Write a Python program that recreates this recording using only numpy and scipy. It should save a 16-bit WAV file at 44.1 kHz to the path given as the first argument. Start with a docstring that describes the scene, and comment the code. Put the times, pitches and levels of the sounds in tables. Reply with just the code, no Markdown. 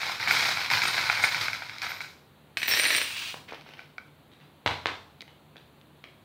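"""A small, fairly live room, heard through a small microphone over soft steady noise and a wavering low hum.
A hand stirs small metal charms in a plastic box: they drum on its wall, rub together and ring.
A handful then clatters onto a hard tabletop, bounces, rings and is spread in two scraping sweeps.
The box is bumped and lifted, its charms slipping over the floor, then set down with two hollow knocks.
A few light clicks come before and after. Contacts are filtered clicks, rings are dying sine modes."""
import sys
import numpy as np
from scipy import signal
from scipy.fft import rfft, irfft
from scipy.io import wavfile
from scipy.ndimage import uniform_filter1d

SR = 44100
rng = np.random.default_rng(int(sys.argv[2]) if len(sys.argv) > 2 else 0)


def generate_wav(sig):
    """Save sig (samples, or channels by samples) to the path in sys.argv[1] as 16-bit PCM at SR."""
    pcm = np.round(np.clip(np.atleast_2d(sig).T, -1, 1) * 32767).astype(np.int16)
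    wavfile.write(sys.argv[1], SR, pcm)


N = 275404
TIME = np.arange(N) / SR

# hardest knocks of charms on the box wall:
# (time [s], peak [dB], brightness [dB per octave], pitch of the spot struck [Hz])
BOX_HITS = [(0.095, -20, -10.5, 985), (0.274, -12.5, -0.5, 996), (0.292, -17, 2, 1560),
            (0.309, -6.5, 1.5, 1470), (0.394, -16, 12, 1460), (0.464, -19, -5, 1420),
            (0.572, -18.5, 3, 867), (0.701, -13, 6.5, 1230), (0.735, -10, 5, 1540), (0.818, -14, 7, 1690),
            (0.979, -13, 0, 1290), (1.098, -6, -1.5, 1430), (1.128, -15, -2, 1590), (1.173, -15.5, 0, 1610),
            (1.238, -7, -2, 2040), (1.243, -7.5, -2, 1460), (1.345, -14, 5, 1500), (1.482, -12, -2, 1440),
            (1.531, -17.5, 5.5, 1410), (1.62, -20.5, -6.5, 860), (1.695, -23, 3, 1740),
            (1.783, -26, 16, 1940), (1.818, -20, 14, 1210), (1.866, -20.5, -1, 1590),
            (1.917, -20.5, -2, 1520), (2.005, -21.5, 0, 1400), (3.61, -37.5, 9, 1780),
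            (3.662, -39.5, -13.5, 760), (3.792, -28, -3, 1390), (3.981, -24, -1.5, 1470)]


def amp(db):
    """Decibels to gain."""
    return 10 ** (np.asarray(db) / 20)


def evened(x):
    """Scales to rms 1."""
    return x / np.sqrt(np.mean(x ** 2) + 1e-20)


def peaked(x, db):
    """Scales to a peak level."""
    return amp(db) * x / abs(x).max()


def read(points, hz):
    """Reads a table on a log-frequency axis."""
    f, value = np.transpose(points)
    return np.interp(np.log(hz + 1), np.log(f), value)


def add(mix, s, sound):
    """Mixes a sound in at time s."""
    part = mix[max(round(s * SR), 0):][:len(sound)]
    part += sound[:len(part)]


def noise_band(center_hz, width_hz):
    """Noise of rms 1 gathered around one frequency."""
    hz = np.fft.rfftfreq(N, 1 / SR)
    resonance = 1 / (1 + ((hz - center_hz) / width_hz) ** 2)
    return evened(irfft(rfft(rng.standard_normal(N)) * resonance, N))


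def dying(t, t60):
    """Exponential decay that falls by 60 dB in t60 seconds."""
    return np.exp(-np.log(1000) * t / t60)


def ring(hz, t60):
    """One dying mode."""
    t = TIME[:SR // 2]
    return np.sin(2 * np.pi * hz * t) * dying(t, t60)


def contact(colour, uneven_db, buzz_db, buzz_t60, tilt_db=0, spot_hz=2000, spot_db=0):
    """One contact: a click whose colour depends on the spot hit, then a short buzz of the body."""
    hz = np.fft.rfftfreq(2048, 1 / SR)
    uneven = uniform_filter1d(rng.standard_normal(len(hz)), size=18)
    uneven = evened(uniform_filter1d(uneven, size=10))
    tilt = tilt_db * np.log2(np.clip(hz, 500, 4500) / 2000)
    spot = spot_db / (1 + ((hz - spot_hz) / (0.15 * spot_hz)) ** 2)
    db = read(colour, hz) + uneven_db * uneven + tilt + spot
    # minimum phase: the click starts at once and never before the blow
    log_gain = np.log(amp(np.concatenate([db, db[-2:0:-1]])))
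    causal = np.exp(np.conj(signal.hilbert(log_gain)))[:len(hz)]
    # bending waves carry the highs faster than the lows, which blunts the first spike
    click = irfft(causal * np.exp(-1j * np.sqrt(hz / 12)))
    t = TIME[:SR // 10]
    buzz = rng.standard_normal(len(t)) * dying(t, buzz_t60) * (t > .001)
    buzz = amp(buzz_db) * buzz / np.linalg.norm(buzz)
    # the blow lasts about a tenth of a millisecond, so the highest treble lives only in the buzz
    blow = np.exp(-((t - 1e-4) / 4.5e-5) ** 2)
    return signal.fftconvolve(click, blow / blow.sum() + buzz)


def collisions(per_s, spread_db):
    """Random impulses, many small and a few large, with a roughly steady power of 1."""
    size = amp(spread_db * np.minimum(rng.exponential(1, N), 4)) * rng.choice([-1, 1], N)
    train = size * (rng.random(N) < per_s / SR)
    power = uniform_filter1d(uniform_filter1d(train ** 2, size=1800), size=900)
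    return train / np.sqrt(np.maximum(power, per_s / SR / 2))


def clatter(train, colour, uneven_db, buzz_db, buzz_t60, count=28):
    """Each impulse strikes one of several spots, each with its own colour."""
    clicks = [contact(colour, uneven_db, buzz_db, buzz_t60) for _ in range(count)]
    clicks = [click / np.linalg.norm(click) for click in clicks]
    spot, out = rng.integers(0, count, N), np.zeros(N)
    for at in np.flatnonzero(abs(train) > 1e-6):
        add(out, at / SR, train[at] * clicks[spot[at]])
    return out


def jingle(force, per_s, damping, detune, column, count=5):
    """Colliding charms ring in their modes; alike charms lie slightly apart in pitch."""
    # modes of a charm: (frequency [Hz], t60 before damping [s],
    # relative level in the box [dB], relative level on the table [dB])
    charm_modes = [(5380, 0.044, 0, -7.5), (5720, 0.066, -10, -3.5), (5980, .2, -15.5, -5.5),
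                   (8720, .12, -6.5, -8), (8970, 0.35, -7.5, -1), (11600, 0.14, -4.5, -9.5),
                   (12100, .08, -6.5, -12), (13706, .1, -13, -26), (14100, .14, -7, -29),
                   (15000, 0.145, -19, -7), (15251, .15, -14, -16), (16100, 0.097, -6, -3)]
    out = np.zeros(N)
    for mode in charm_modes:
        hz, t60 = mode[:2]
        tones = [ring(hz * (1 + detune * rng.uniform(-0.9, 1)), t60 / damping) for _ in range(count)]
        tones = [tone / np.linalg.norm(tone) for tone in tones]
        gain = amp(mode[column]) * np.sqrt(SR / per_s)
        for place, size, which in rng.random((round(per_s * N / SR), 3)):
            strength = gain * force[int(place * N)] * size
            add(out, place * N / SR, strength * tones[int(which * count)])
    return out


def push(t, length, rise_s, sag_db_per_s, settle_db_per_s):
    """Gain of one movement: a quick rise, a slow sag (growth if negative) while it lasts, then a fade."""
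    t = np.maximum(t, 0)
    sag_db = sag_db_per_s * np.minimum(t, length)
    settle_db = settle_db_per_s * np.maximum(t - length, 0)
    return np.minimum(t / rise_s, 1) * amp(-sag_db - settle_db)


def effort(moves, rise_s, sag_db_per_s, settle_db_per_s):
    """Joint gain of a table of movements, one curve for each of its dB columns."""
    t, power = TIME[::20], 0
    for start, length, *db in moves:
        gain = push(t - start, length, rise_s, sag_db_per_s, settle_db_per_s)
        power = power + (amp(db)[:, None] * gain) ** 2
    return [np.interp(TIME, t, np.sqrt(column)) for column in power]


def flurries(hits, below_db, rise_s, fade_db_per_s):
    """Gain of the small collisions that follow each hard hit, set below that hit's peak."""
    moves = [(s, rise_s, db + below_db) for s, db, *_ in hits]
    return effort(moves, rise_s, fade_db_per_s, fade_db_per_s)[0]


def background():
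    """Soft steady room noise, with narrow-band noise as a wavering low hum."""
    # colour of the air in the room: (frequency [Hz], relative density [dB])
    air_colour = [(25, -8), (45, -15), (75, 2.5), (150, -1), (260, 0), (500, -6), (1000, -9.5), (2000, -16),
                  (3800, -16.5), (4400, -20), (5200, -35), (6500, -31), (16000, -27.5)]
    hz = np.fft.rfftfreq(N, 1 / SR)
    hiss = irfft(rfft(rng.standard_normal(N)) * amp(read(air_colour, hz)), N)
    hum = noise_band(center_hz=148, width_hz=4)
    return amp(-57.5) * evened(hiss) + amp(-64.5) * hum


def room(x, count=4):
    """Dense reflections, each band dying at its own speed, crossfading through four patterns."""
    # decay of the room: (frequency [Hz], t60 [s])
    room_decay = [(100, 1), (300, 0.37), (800, 0.5), (2000, 0.37), (5000, 0.49), (14000, 0.59)]
    out = np.zeros(N)
    for k in range(count):
        # random reflections, 4000 a second, the first after 4 ms
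        echoes = rng.choice([-1., 1.], SR) * (rng.random(SR) < 4000 / SR) * (TIME[:SR] > .004)
        hz, t, z = signal.stft(echoes, SR, nperseg=256)
        tail = signal.istft(z * dying(t, read(room_decay, hz)[:, None]), SR)[1]
        # the sound moves on to the next pattern 45 times a second
        place = (TIME * 45 + k) % count
        share = np.sin(np.pi / 2 * place) * (place < 2)
        out += signal.oaconvolve(x * share, tail / np.linalg.norm(tail))[:N]
    return out


def table_rumble(force):
    """Hand, box and charms shake the tabletop, which answers with a soft low rumble."""
    # the fourth root keeps the rumble present under weak movements
    return amp(-52.5) * noise_band(center_hz=102, width_hz=22) * force ** 0.25


def light_clicks():
    """Fingernails and small things click; returns the direct sound and the share sent to the room."""
    # (time [s], peak [dB], brightness [dB per octave], pitch [Hz], room send [dB])
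    click_hits = [(4.317, -47, -1.5, 3960, 9.5), (4.335, -46, 3, 3800, -5), (5.207, -28, 4, 4200, -11),
                  (5.218, -30, 14, 2400, -8.5), (5.2235, -36, -3, 2050, -10), (5.279, -38.5, -4.5, 2950, 4),
                  (5.558, -38.5, -6, 1700, -3), (5.567, -34.5, -1, 3500, -1.5), (5.58, -42, 2, 3750, 1),
                  (5.813, -42, 3.5, 3400, -17), (6.04, -30.5, -1, 2720, 0)]
    # colour of a light click: (frequency [Hz], level [dB])
    nail_colour = [(60, -41), (600, 2), (1200, -3), (2200, 7.5), (2800, -0.5), (3300, 2.5), (4000, 1.5),
                   (6200, -11), (8000, -17), (16000, -23)]
    direct, sent = np.zeros(N), np.zeros(N)
    for s, db, tilt_db, hz, room_db in click_hits:
        click = contact(nail_colour, uneven_db=1, buzz_db=-6, buzz_t60=.012,
                        tilt_db=tilt_db, spot_hz=hz, spot_db=9)
        add(direct, s, peaked(click, db))
        add(sent, s, peaked(click, db + room_db))
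    return direct, sent


def box_bumps():
    """A hollow knock and a low thud of the surface beneath; returns the direct sound and the room's share."""
    # box bumped and set down: (time [s], knock peak [dB], brightness [dB per octave],
    # relative thud level [dB], relative room send [dB])
    bump_hits = [(3.342, -25.5, -4.5, -50, -4), (3.522, -26.5, -7, -68, -8.5), (3.535, -29.5, -5, -68, -14),
                 (4.402, -44, 3.5, -85, 8), (4.6607, -11.5, -5.5, -28, -2.5), (4.6623, -11, 8, -44, 0.5),
                 (4.668, -13, 1, -55, -8), (4.676, -11.5, 3.5, -51, -7), (4.709, -15.5, 3, -46, -2),
                 (4.8575, -8.5, 0.5, -44, -3), (4.869, -16.5, 12.5, -52, -4)]
    # colour of the hollow box: (frequency [Hz], level [dB])
    hollow_colour = [(50, -14), (100, -12), (200, -8.5), (380, -3.5), (580, -1), (1000, 3.5), (1500, 0),
                     (2100, 1.5), (2700, -3.5), (3800, -5), (5000, -16.5), (7000, -25.5), (10000, -32),
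                     (16000, -36)]
    direct, sent = np.zeros(N), np.zeros(N)
    for s, db, tilt_db, thud_db, room_db in bump_hits:
        thud_onset = 1 - np.exp(-TIME[:SR // 2] / 0.0072)
        bump = amp(thud_db - 3.5) * ring(hz=94, t60=0.16) * thud_onset
        knock = contact(hollow_colour, uneven_db=.5, buzz_db=-11, buzz_t60=.025, tilt_db=tilt_db)
        add(bump, 0, peaked(knock, db))
        add(direct, s, bump)
        add(sent, s, amp(room_db + 2.5) * bump)
    return direct, sent


def charms_shifting():
    """Charms slip over the floor of the tipped and lifted box in soft, dull contacts."""
    # lifts of the box: (start [s], length [s], relative level [dB])
    lifts = [(3.475, .07, -43.5), (3.655, 0.15, -49)]
    # colour of a contact with the box floor: (frequency [Hz], level [dB])
    floor_colour = [(80, -20), (400, -8.5), (750, -8), (1300, -8), (2300, -3), (3200, -9), (5200, -12.5),
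                    (7000, -30), (16000, -32)]
    force, = effort(lifts, rise_s=0.0084, sag_db_per_s=11.5, settle_db_per_s=173.5)
    slips = force * collisions(per_s=450, spread_db=3.5)
    return amp(-2.5) * clatter(slips, floor_colour, uneven_db=3, buzz_db=-4, buzz_t60=0.031)


def single_chimes():
    """Now and then one charm chatters against its neighbours, and its ring swells and dies."""
    # charms ringing out freely: (time [s], pitch [Hz], peak [dB])
    free_rings = [(0.31, 14100, -36), (0.72, 13750, -41), (0.83, 12230, -40), (0.87, 8960, -32.5),
                  (1.223, 9020, -38), (1.23, 15400, -40.5), (1.825, 14000, -52), (1.885, 14000, -47),
                  (1.93, 13300, -51), (2.571, 9200, -53), (2.677, 15300, -24), (2.711, 5460, -23.5),
                  (2.79, 8880, -28), (2.955, 8900, -23), (3.02, 8974, -39)]
    out, t = np.zeros(N), TIME[:SR // 10]
    for s, hz, db in free_rings:
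        chatter = rng.standard_normal(len(t)) * (rng.random(len(t)) < 900 / SR) * np.exp(-t / 0.015)
        add(out, s, peaked(signal.fftconvolve(chatter, ring(hz, t60=0.11)), db))
    return out


def pour_effort():
    """Gains of clatter and ringing as a few charms trickle out before the rest pour."""
    # (start [s], length [s], relative clatter [dB], relative ringing [dB])
    pours = [(2.572, .11, -42, -43.5), (2.68, 0.29, -25.5, -34.5)]
    return effort(pours, rise_s=0.0068, sag_db_per_s=-0.5, settle_db_per_s=300)


def sweep_effort():
    """Gain of the hand's sweeps that spread the charms over the tabletop."""
    # (start [s], length [s], relative level [dB])
    sweeps = [(3.005, 0.14, -34), (3.155, 0.15, -33)]
    return effort(sweeps, rise_s=0.0052, sag_db_per_s=15, settle_db_per_s=380)[0]


def charms_on_table(pouring, ringing, sliding):
    """The handful lands, bounces and rings, then scrapes over the tabletop."""
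    # heaviest charms landing: (time [s], peak [dB])
    landings = [(2.571, -11), (2.618, -18.5), (2.6302, -11), (2.6584, -21), (2.6807, -11), (2.712, -13),
                (2.721, -13), (2.737, -11), (2.746, -16), (2.7725, -11), (2.797, -7.5), (2.842, -10.5),
                (2.853, -11), (2.905, -10.5), (2.908, -12.5), (2.949, -10), (2.982, -10.5), (3.015, -11.5),
                (3.105, -23.5), (3.166, -23)]
    # colour of a contact with the tabletop: (frequency [Hz], level [dB])
    table_colour = [(50, -30), (110, -23), (350, -15), (700, -12.5), (1300, -9), (1800, 2.5), (2450, 4),
                    (3200, -4), (3900, 0.5), (6500, -17), (8400, -12.5), (10000, -21.5), (16000, -24)]
    # colour of a scraping contact: (frequency [Hz], level [dB])
    scrape_colour = [(60, -31), (400, -27), (1000, -16), (1800, -14.5), (2500, -1), (3300, -7), (5500, -15),
                     (8000, -22.5), (11000, -27.5), (14500, -35), (15300, -20), (16000, -28)]
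    out = np.zeros(N)
    for s, db in landings:
        hit = contact(table_colour, uneven_db=0.5, buzz_db=-4.5, buzz_t60=0.035, tilt_db=-0.5)
        add(out, s, peaked(hit, db))
    # a charm that lands sets off a flurry of bounces
    bouncing = flurries(landings, below_db=-19, rise_s=0.013, fade_db_per_s=500)
    drops = np.hypot(pouring, bouncing) * collisions(per_s=750, spread_db=2.5)
    out += amp(-3.0) * clatter(drops, table_colour, uneven_db=5.5, buzz_db=4.0, buzz_t60=0.031)
    scrapes = sliding * collisions(per_s=1400, spread_db=0.5)
    out += amp(-3.0) * clatter(scrapes, scrape_colour, uneven_db=3.5, buzz_db=2.5, buzz_t60=0.044)
    ring_force = ringing + amp(-24) * sliding
    return out + amp(-1.5) * jingle(ring_force, per_s=54, damping=1.7, detune=0.0087, column=3)


def stir_effort():
    """Gains of drumming and rubbing: each push rises quickly, sags, and the charms then settle."""
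    # pushes as the hand digs in: (start [s], length [s], relative drumming on the wall [dB],
    # relative rubbing of metal on metal [dB])
    stirs = [(-0.015, 0.14, -29.5, -47.5), (.19, 0.11, -30, -50.5), (.275, 0.23, -23, -39.5),
             (.56, 0.093, -29.5, -49), (.695, 0.072, -23, -41.5), (.815, 0.064, -24, -41),
             (.92, 0.31, -26.5, -44.5), (1.222, 0.019, -24, -38), (1.3, 0.084, -29, -48),
             (1.395, 0.039, -27, -44.5), (1.528, 0.016, -33.5, -53), (1.6, 0.22, -41.5, -61.5),
             (1.815, 0.0083, -28.5, -47), (1.875, 0.068, -38.5, -57), (2.002, 0.0093, -38, -52)]
    return effort(stirs, rise_s=0.0084, sag_db_per_s=11.5, settle_db_per_s=173.5)


def charms_in_box(stirring, rubbing):
    """Stirred charms drum on thin plastic, rub together and ring briefly, damped by their neighbours."""
    # colour of a contact with the box: (frequency [Hz], level [dB])
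    box_colour = [(50, -40), (110, -19.5), (400, -20), (700, -16.5), (950, -7.5), (1120, -12), (1480, -7),
                  (1850, -8.5), (2230, -1), (2800, -12), (4000, -7.5), (5400, -11.5), (7000, -34),
                  (10000, -33.5), (16000, -33.5)]
    # colour of metal rubbing on metal: (frequency [Hz], level [dB])
    rub_colour = [(100, -50), (2500, -24), (5000, -3.5), (6500, 2), (8500, -3), (10500, -3), (12200, -20),
                  (13000, 2), (14100, -2), (16000, -13)]
    # a hard knock jolts the heap
    jolts = flurries(BOX_HITS, below_db=-23, rise_s=0.011, fade_db_per_s=601)
    drumming = np.hypot(stirring, jolts) * collisions(per_s=550, spread_db=2.5)
    out = amp(-3.0) * clatter(drumming, box_colour, uneven_db=4.0, buzz_db=-2.0, buzz_t60=0.041)
    rubs = rubbing * collisions(per_s=1600, spread_db=4.0)
    out += amp(-1) * clatter(rubs, rub_colour, uneven_db=0.5, buzz_db=-15, buzz_t60=0.035)
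    return out + amp(-8.0) * jingle(rubbing, per_s=66, damping=2.6, detune=0.011, column=2)


def wall_knocks(stirring):
    """Single charms knock on the box wall, which rings for a few cycles; lighter knocks fall at random."""
    # colour of a knock on the wall: (frequency [Hz], level [dB])
    wall_colour = [(100, -27), (450, -34.5), (750, -10), (950, -13.5), (1130, -17), (1460, -4.5),
                   (1830, -12), (2230, 3), (2450, -3), (2800, -22), (4000, -16), (5400, -19), (7000, -32),
                   (16000, -41)]
    light = stirring * collisions(per_s=85, spread_db=1.5)
    out = amp(-8.5) * clatter(light, wall_colour, uneven_db=4.5, buzz_db=-6.5, buzz_t60=0.025)
    for s, db, tilt_db, hz in BOX_HITS:
        knock = contact(wall_colour, uneven_db=1.5, buzz_db=-9, buzz_t60=.02,
                        tilt_db=tilt_db, spot_hz=hz, spot_db=5)
        # the knock sounds half a millisecond after the listed time
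        add(out, s + .0005, peaked(knock, db))
    return out


def scene():
    """Movements of hand and box drive the charms, bumps and clicks join them, and the room reflects them."""
    stirring, rubbing = stir_effort()
    pouring, ringing = pour_effort()
    sliding = sweep_effort()
    rumble = table_rumble(stirring + pouring + sliding)
    clicks, clicks_sent = light_clicks()
    bumps, bumps_sent = box_bumps()
    rings = single_chimes()
    table = charms_on_table(pouring, ringing, sliding)
    box = charms_in_box(stirring, rubbing) + charms_shifting()
    knocks = wall_knocks(stirring)
    sent = amp(-3.5) * box + amp(-8.5) * knocks + amp(-3.5) * table + amp(-9.0) * rings
    sent += bumps_sent + clicks_sent
    direct = box + knocks + table + bumps + rings + clicks + rumble
    return (direct + room(sent) + background())[None]


def record(dry):
    """The small microphone's bass roll-off and the recorder's band limit."""
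    bass_cut = signal.butter(2, 60, "highpass", fs=SR, output="sos")
    thin = signal.sosfilt(bass_cut, dry)
    edge_hz = 15790
    band_limit = signal.firwin(511, edge_hz, window=("kaiser", 9), fs=SR)
    return signal.oaconvolve(thin, band_limit[None], "same")


dry = scene()
out = record(dry)
generate_wav(out)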